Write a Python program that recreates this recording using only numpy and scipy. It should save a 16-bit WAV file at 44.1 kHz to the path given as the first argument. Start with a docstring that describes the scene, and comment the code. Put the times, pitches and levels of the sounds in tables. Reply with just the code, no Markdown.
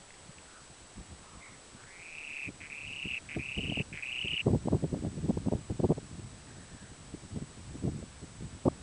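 """A sandpiper on open tundra ticks softly, then gives four buzzy trills, each led in by a short creak.
Its syrinx releases a train of tiny whistled pulses, modulated in amplitude and frequency about
33 times a second in the trills. Other birds warble faintly far off. Wind eddies buffet the
microphone with low pressure fluctuations, over a steady hiss and a thin electronic whine."""
import sys
import numpy as np
from scipy import signal
from scipy.fft import rfft, irfft, next_fast_len
from scipy.io import wavfile
from scipy.ndimage import uniform_filter1d, map_coordinates

SR = 44100
rng = np.random.default_rng(int(sys.argv[2]) if len(sys.argv) > 2 else 0)


def int16_out(signal):
    """Quantize to a 16-bit WAV file."""
    q = np.round(np.clip(np.atleast_2d(signal).T, -1, 1) * 32767)
    wavfile.write(sys.argv[1], SR, q.astype(np.int16))


N = 388962


def amp(db):
    """Amplitude ratio of a level in decibels."""
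    return 10 ** (np.asarray(db) / 20)


def unit(x):
    """Normalisation to rms 1."""
    return x / np.sqrt(np.mean(x ** 2) + 1e-20)


def wobble(rate, size):
    """Smooth random modulation: a spline through `rate` Gaussian knots a second."""
    knots = rng.standard_normal(int(size * rate / SR) + 4)
    return map_coordinates(knots, [np.arange(size) * rate / SR])


def filtered(x, response):
    """Linear filtering: the spectrum of x is multiplied by a frequency response."""
    m = next_fast_len(len(x) + 8192)
    return irfft(rfft(x, m) * response(np.fft.rfftfreq(m, 1 / SR)), m)[:len(x)]


def noise(spectrum):
    """Spectral shaping of white noise by (frequency [Hz], level [dB]) points, at rms 1."""
    f, db = np.transpose(spectrum)
    white = rng.standard_normal(N)
    return unit(filtered(white, lambda hz: amp(np.interp(np.log(hz + 1), np.log(f), db))))


def add(track, start, x):
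    """Superposition of x on the track from `start` seconds."""
    part = track[max(round(start * SR), 0):][:len(x)]
    part += x[:len(part)]


def cycles(rate):
    """Phase in cycles, the time integral of frequency."""
    return np.cumsum(rate) / SR


# Spectrum of the hiss: (frequency [Hz], relative density [dB])
HISS_SPECTRUM = [(20, 4.5), (100, -10), (300, -1), (600, -2), (1200, -4.5), (2500, -8), (4000, -9),
                 (7450, -11), (7800, -4), (8100, -10), (8400, -9.5), (10000, -13.5)]
# Electronic tones: (frequency [Hz], level [dB])
WHINE_TONES = [(7867, -65), (8001, -69), (8032, -71), (7747, -81), (7217, -82), (4888, -83), (3832, -83)]


def hiss_and_whine(hiss_db=-54, waver_rad=0.54):
    """Noise floor: broadband hiss of air and electronics, plus weakly phase-modulated tones."""
    t = np.arange(N) / SR
    whine = sum(amp(db) * unit(np.sin(2 * np.pi * hz * t + waver_rad * wobble(25, N)))
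                for hz, db in WHINE_TONES)
    return amp(hiss_db) * noise(HISS_SPECTRUM) + whine


# Envelope of the breeze: (time [s], level [dB])
BREEZE_LEVELS = [(0, -60), (.5, -63.5), (.95, -56.5), (2.3, -65.5), (2.8, -56), (3.2, -56), (3.7, -45),
                 (4.1, -58), (4.4, -53.5), (4.7, -41), (5.15, -44), (5.6, -42), (5.8, -48), (6.6, -49.5),
                 (7.1, -53), (7.9, -47), (8.4, -54), (8.82, -44.5)]
# Strong eddies striking the microphone: (time [s], level [dB], width [s])
WIND_PUFFS = [(.298, -46, .017), (.993, -41, 0.044), (2.488, -38, .025), (3.062, -36.5, 0.021),
              (3.371, -31, 0.02145), (3.395, -35.5, 0.0283), (3.584, -31, 0.023), (3.65, -34.5, 0.02692),
              (3.695, -32, .03), (3.724, -33, .016), (3.776, -32, .01), (3.805, -29, 0.021),
              (3.935, -43, .04), (4.252, -37, 0.02), (4.336, -39.5, .02), (4.476, -20.5, 0.022),
              (4.508, -25.5, .017), (4.544, -22, 0.041), (4.658, -32, 0.011), (4.68, -24.5, 0.01163),
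              (4.729, -23, 0.02474), (4.75, -23, 0.0243), (4.844, -26, 0.024), (4.935, -26, 0.018),
              (4.966, -32, 0.017), (5.046, -29.5, 0.015), (5.072, -30.5, 0.024), (5.183, -34, 0.02),
              (5.248, -30, .029), (5.299, -22, 0.01874), (5.376, -30.5, 0.016), (5.477, -24.5, 0.0223),
              (5.53, -23.5, 0.01575), (5.552, -26.5, .015), (5.712, -28.5, 0.023), (5.802, -26, 0.01163),
              (5.847, -22, 0.0267), (5.91, -20, 0.023), (5.983, -34, .016), (6.193, -38, 0.017),
              (7.142, -35.5, 0.014), (7.371, -32.5, 0.0235), (7.427, -35, 0.0239), (7.755, -38, 0.016),
              (7.85, -28.5, 0.0276), (7.882, -27, 0.0258), (7.956, -37.5, 0.0243), (8.031, -36.5, 0.017),
              (8.237, -39.5, 0.022), (8.416, -41, 0.049), (8.662, -20.5, 0.0113), (8.679, -19, 0.0121)]
# Turbulence spectrum at sweep speed 1: (frequency [Hz], relative density [dB])
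EDDY_SPECTRUM = [(15, -26.5), (60, -8.5), (120, 1.5), (220, 0.5), (350, -5.5), (500, -10.5), (700, -20),
                 (1000, -30), (1400, -43.5), (2200, -69)]


def wind(flutter_db=5.0, breeze_hz=125, eddy_hz=225, low_cut_hz=45, screen_hz=1220):
    """Turbulent pressure at the microphone: the stronger and smaller an eddy, the higher its rumble."""
    t = np.arange(N) / SR
    power = amp(np.interp(t, *np.transpose(BREEZE_LEVELS)) + flutter_db * wobble(24, N)) ** 2
    weighted_hz = power * breeze_hz  # weighted by power, so the strongest puff sets the speed
    for time, db, width in WIND_PUFFS:
        near = slice(max(int((time - 2 * width) * SR), 0), int((time + 2 * width) * SR))
        puff_power = (amp(db) * np.exp(-((t[near] - time) / (.62 * width)) ** 2)) ** 2
        rumble_hz = 207.87 * 2 ** ((db + 30) / 30) * (.02 / width) ** .36  # an octave per 30 dB
        power[near] += puff_power
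        weighted_hz[near] += puff_power * rumble_hz
    lumps = wobble(200, N)  # small fast eddies hit harder and sharper
    sweep_speed = weighted_hz / power / eddy_hz * np.exp(.16 * (lumps - .5))
    swirl = map_coordinates(noise(EDDY_SPECTRUM), [np.cumsum(sweep_speed)], order=3, mode="wrap")
    swirl *= amp(3.5 * lumps)
    mean_square = uniform_filter1d(uniform_filter1d(swirl ** 2, size=600), size=400)
    pressure = np.sqrt(power) * swirl / np.sqrt(np.abs(mean_square) + 1e-6)
    # the microphone drops the deepest bass, its windscreen the treble
    return filtered(pressure,
                    lambda hz: hz / np.hypot(hz, low_cut_hz) / np.hypot(1, (hz / screen_hz) ** 8))


def syrinx(pitch_hz, rate, width, fall_hz, arch_hz, scatter_db, rasp_rad, squareness, slip):
    """Pulsed phonation: each opening of the syrinx emits a brief whistle that drops as it closes."""
    count = cycles(rate)
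    pulse = count.astype(int)
    u = 2 * (count - pulse) - 1  # -1 to 1 across each pulse
    strength, offset, detune, late = rng.standard_normal((256, 4))[pulse].T
    opening = np.exp(-np.abs((u - 0.071 * late) / width) ** squareness) * np.sqrt(np.abs(1 - u ** 2))
    # mean pitch since the middle of the pulse, for a whistle that arches and falls
    mean_hz = pitch_hz * (1 + 0.024 * detune) - fall_hz * u / 2 - arch_hz * (u ** 2 / 3 - width ** 2 / 4)
    # little phase slip makes the pulses alike and the buzz voiced; much slip makes it hoarse
    phase = 2 * np.pi * (mean_hz * u / (2 * rate) + slip * offset) + rasp_rad * wobble(1500, len(u))
    return unit(opening * amp(scatter_db * strength) * np.sin(phase))


def creak(length_s, pitch_hz, rate):
    """Time-bandwidth trade-off: very short pulses spread the whistle into a broad, hoarse note."""
    rates = np.full(int(length_s * SR), rate)
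    voice = syrinx(pitch_hz, rates, width=0.43, fall_hz=650, arch_hz=400,
                   scatter_db=2.5, rasp_rad=0.51, squareness=1.06, slip=0.21)
    return voice * signal.windows.tukey(len(voice), .08)


# Soft ticks of the sandpiper: (time [s], pitch [Hz], level [dB])
BIRD_TICKS = [(.104, 2030, -53), (.139, 2050, -56.5), (.383, 2580, -51.5)]


def ticks():
    """Transients: a creak about one pulse long is heard as a tick."""
    out = np.zeros(N)
    for time, pitch_hz, db in BIRD_TICKS:
        add(out, time, amp(db) * creak(length_s=0.0058, pitch_hz=pitch_hz, rate=190))
    return out


def throat(x, cutoff_hz=3350):
    """Source-filter principle: the bird's throat is a low-pass that passes little above the whistle."""
    return filtered(x, lambda hz: 1 / np.hypot(1, (hz / cutoff_hz) ** 10))


def ground_scatter(x, t60_s=0.027):
    """Diffuse scattering: stones and tussocks return a very short, exponentially decaying tail."""
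    t = np.arange(SR // 10) / SR
    tail = rng.standard_normal(len(t)) * amp(-60 * t / t60_s) * (t > .002)
    return signal.fftconvolve(x, tail / np.linalg.norm(tail))[:N]


# Distant whistles: (time [s], length [s], first pitch [Hz], last pitch [Hz], warble [Hz], level [dB])
DISTANT_CALLS = [(0.418, 0.28, 1470, 1300, 90, -63.5), (1.137, 0.45, 1138, 1150, 139, -63),
                 (1.363, 0.22, 2230, 2025, 150, -58.5), (6.399, .6, 1738, 1630, 130, -66)]


def far_birds(warble_rate=53, blur_rad=1.4, fading_db=3):
    """Atmospheric scintillation: the air varies the phase and level of frequency-modulated whistles."""
    out = np.zeros(N)
    for start, length, first_hz, last_hz, depth_hz, db in DISTANT_CALLS:
        t = np.arange(int(length * SR)) / SR
        hz = np.linspace(first_hz, last_hz, len(t)) + depth_hz * np.sin(2 * np.pi * warble_rate * t)
        tone = np.sin(2 * np.pi * cycles(hz) + blur_rad * wobble(300, len(t)))
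        tone *= amp(fading_db * wobble(34, len(t)))
        add(out, start, amp(db) * unit(tone * signal.windows.tukey(len(t), .6)))
    return out


def trill(start, end, first_hz, top_hz, first_db, last_db, bend, swell_rate, crest_s,
          climb_s=0.13, attack_s=.004, release_s=0.014):
    """Coupled modulation: in a rising crescendo, pulses grow louder, longer and higher on each swell."""
    t = np.arange(start, end, 1 / SR)
    progress = np.linspace(0, 1, len(t))
    climb_hz = (top_hz - first_hz) * np.exp(-((t - start) / climb_s) ** 1.2)
    sag_hz = 100 * progress ** 4.7
    closing_hz = 261 * np.exp((t - end) / .008)  # the pitch drops as the note shuts off
    pitch_hz = top_hz - climb_hz - sag_hz - closing_hz
    gain = amp(first_db) + (amp(last_db) - amp(first_db)) * progress ** bend
    effort_db = 20 * np.log10(gain) + 39.5  # relative to a level of -39.5 dB
    pulse_rate = 131 * 2 ** (-effort_db / 27)  # louder singing has slower pulses
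    swell_depth = np.clip(1.01 + effort_db / 22, .3, 1.1)  # and deeper swells
    swell = swell_depth * np.cos(2 * np.pi * swell_rate * (t - crest_s))
    pressure = 1 - 0.49 * np.abs((1 - swell) / 2) ** 1.6  # round crests, narrow dips
    # weak pulses close early and slide further down
    width = np.clip(0.69 + .06 * swell + 0.02 * effort_db, .2, 1)
    voice = syrinx(pitch_hz + 110 * swell, pulse_rate, width, fall_hz=310 - 110 * swell, arch_hz=426,
                   scatter_db=1.5, rasp_rad=0.14, squareness=3.5, slip=0.31)
    edges = np.clip(np.minimum((t - start) / attack_s, (end - t) / release_s), 0, 1)
    return gain * edges * unit(voice * pressure)


# Creak before each trill: (pitch [Hz], level [dB], level change at its end [dB])
LEAD_IN_CREAKS = [(1500, -60, 2), (2290, -48, -7), (2320, -43, -11), (2300, -44, -5.5)]
# Trills: (start [s], end [s], first pitch [Hz], top pitch [Hz], first level [dB], last level [dB],
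# crescendo exponent [1])
TRILL_NOTES = [(1.86, 2.494, 1780, 2540, -56, -40.5, 1.2), (2.698, 3.192, 2350, 2690, -44, -35.5, 3.06),
               (3.383, 3.826, 2380, 2760, -41, -35, 3.12), (4.022, 4.421, 2405, 2794, -38.5, -33, 2)]
# Tremolo of each trill: (swell rate [Hz], time of the last crest [s])
TRILL_SWELLS = [(32.65, 2.459), (33.4, 3.174), (33.4, 3.821), (32.3, 4.403)]


def song(lead_s=.096, hold_s=0.066, shift_s=0.014):
    """Two regimes of one syrinx: a creak of short pulses leads into each trill of longer ones."""
    out = np.zeros(N)
    for (pitch_hz, db, change_db), note, swells in zip(LEAD_IN_CREAKS, TRILL_NOTES, TRILL_SWELLS):
        start = note[0]
        voice = creak(lead_s, pitch_hz, rate=152)
        shift = np.clip((np.arange(len(voice)) / SR - hold_s) / shift_s, 0, 1)
        add(out, start - lead_s, amp(db + change_db * shift) * voice)
        add(out, start, trill(*note, *swells))
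    return out


def scene(ground_db=-17):
    """Superposition: all sources sum at one microphone over open ground."""
    sandpiper = throat(ticks() + song())
    scattered = amp(ground_db) * ground_scatter(sandpiper)
    return (sandpiper + scattered + far_birds() + wind() + hiss_and_whine())[None]


def record(dry, limit_hz=10050):
    """Band limiting: an ideal low-pass removes everything above the limit."""
    return np.array([filtered(channel, lambda hz: hz < limit_hz) for channel in dry])


dry = scene()
out = record(dry)
int16_out(out)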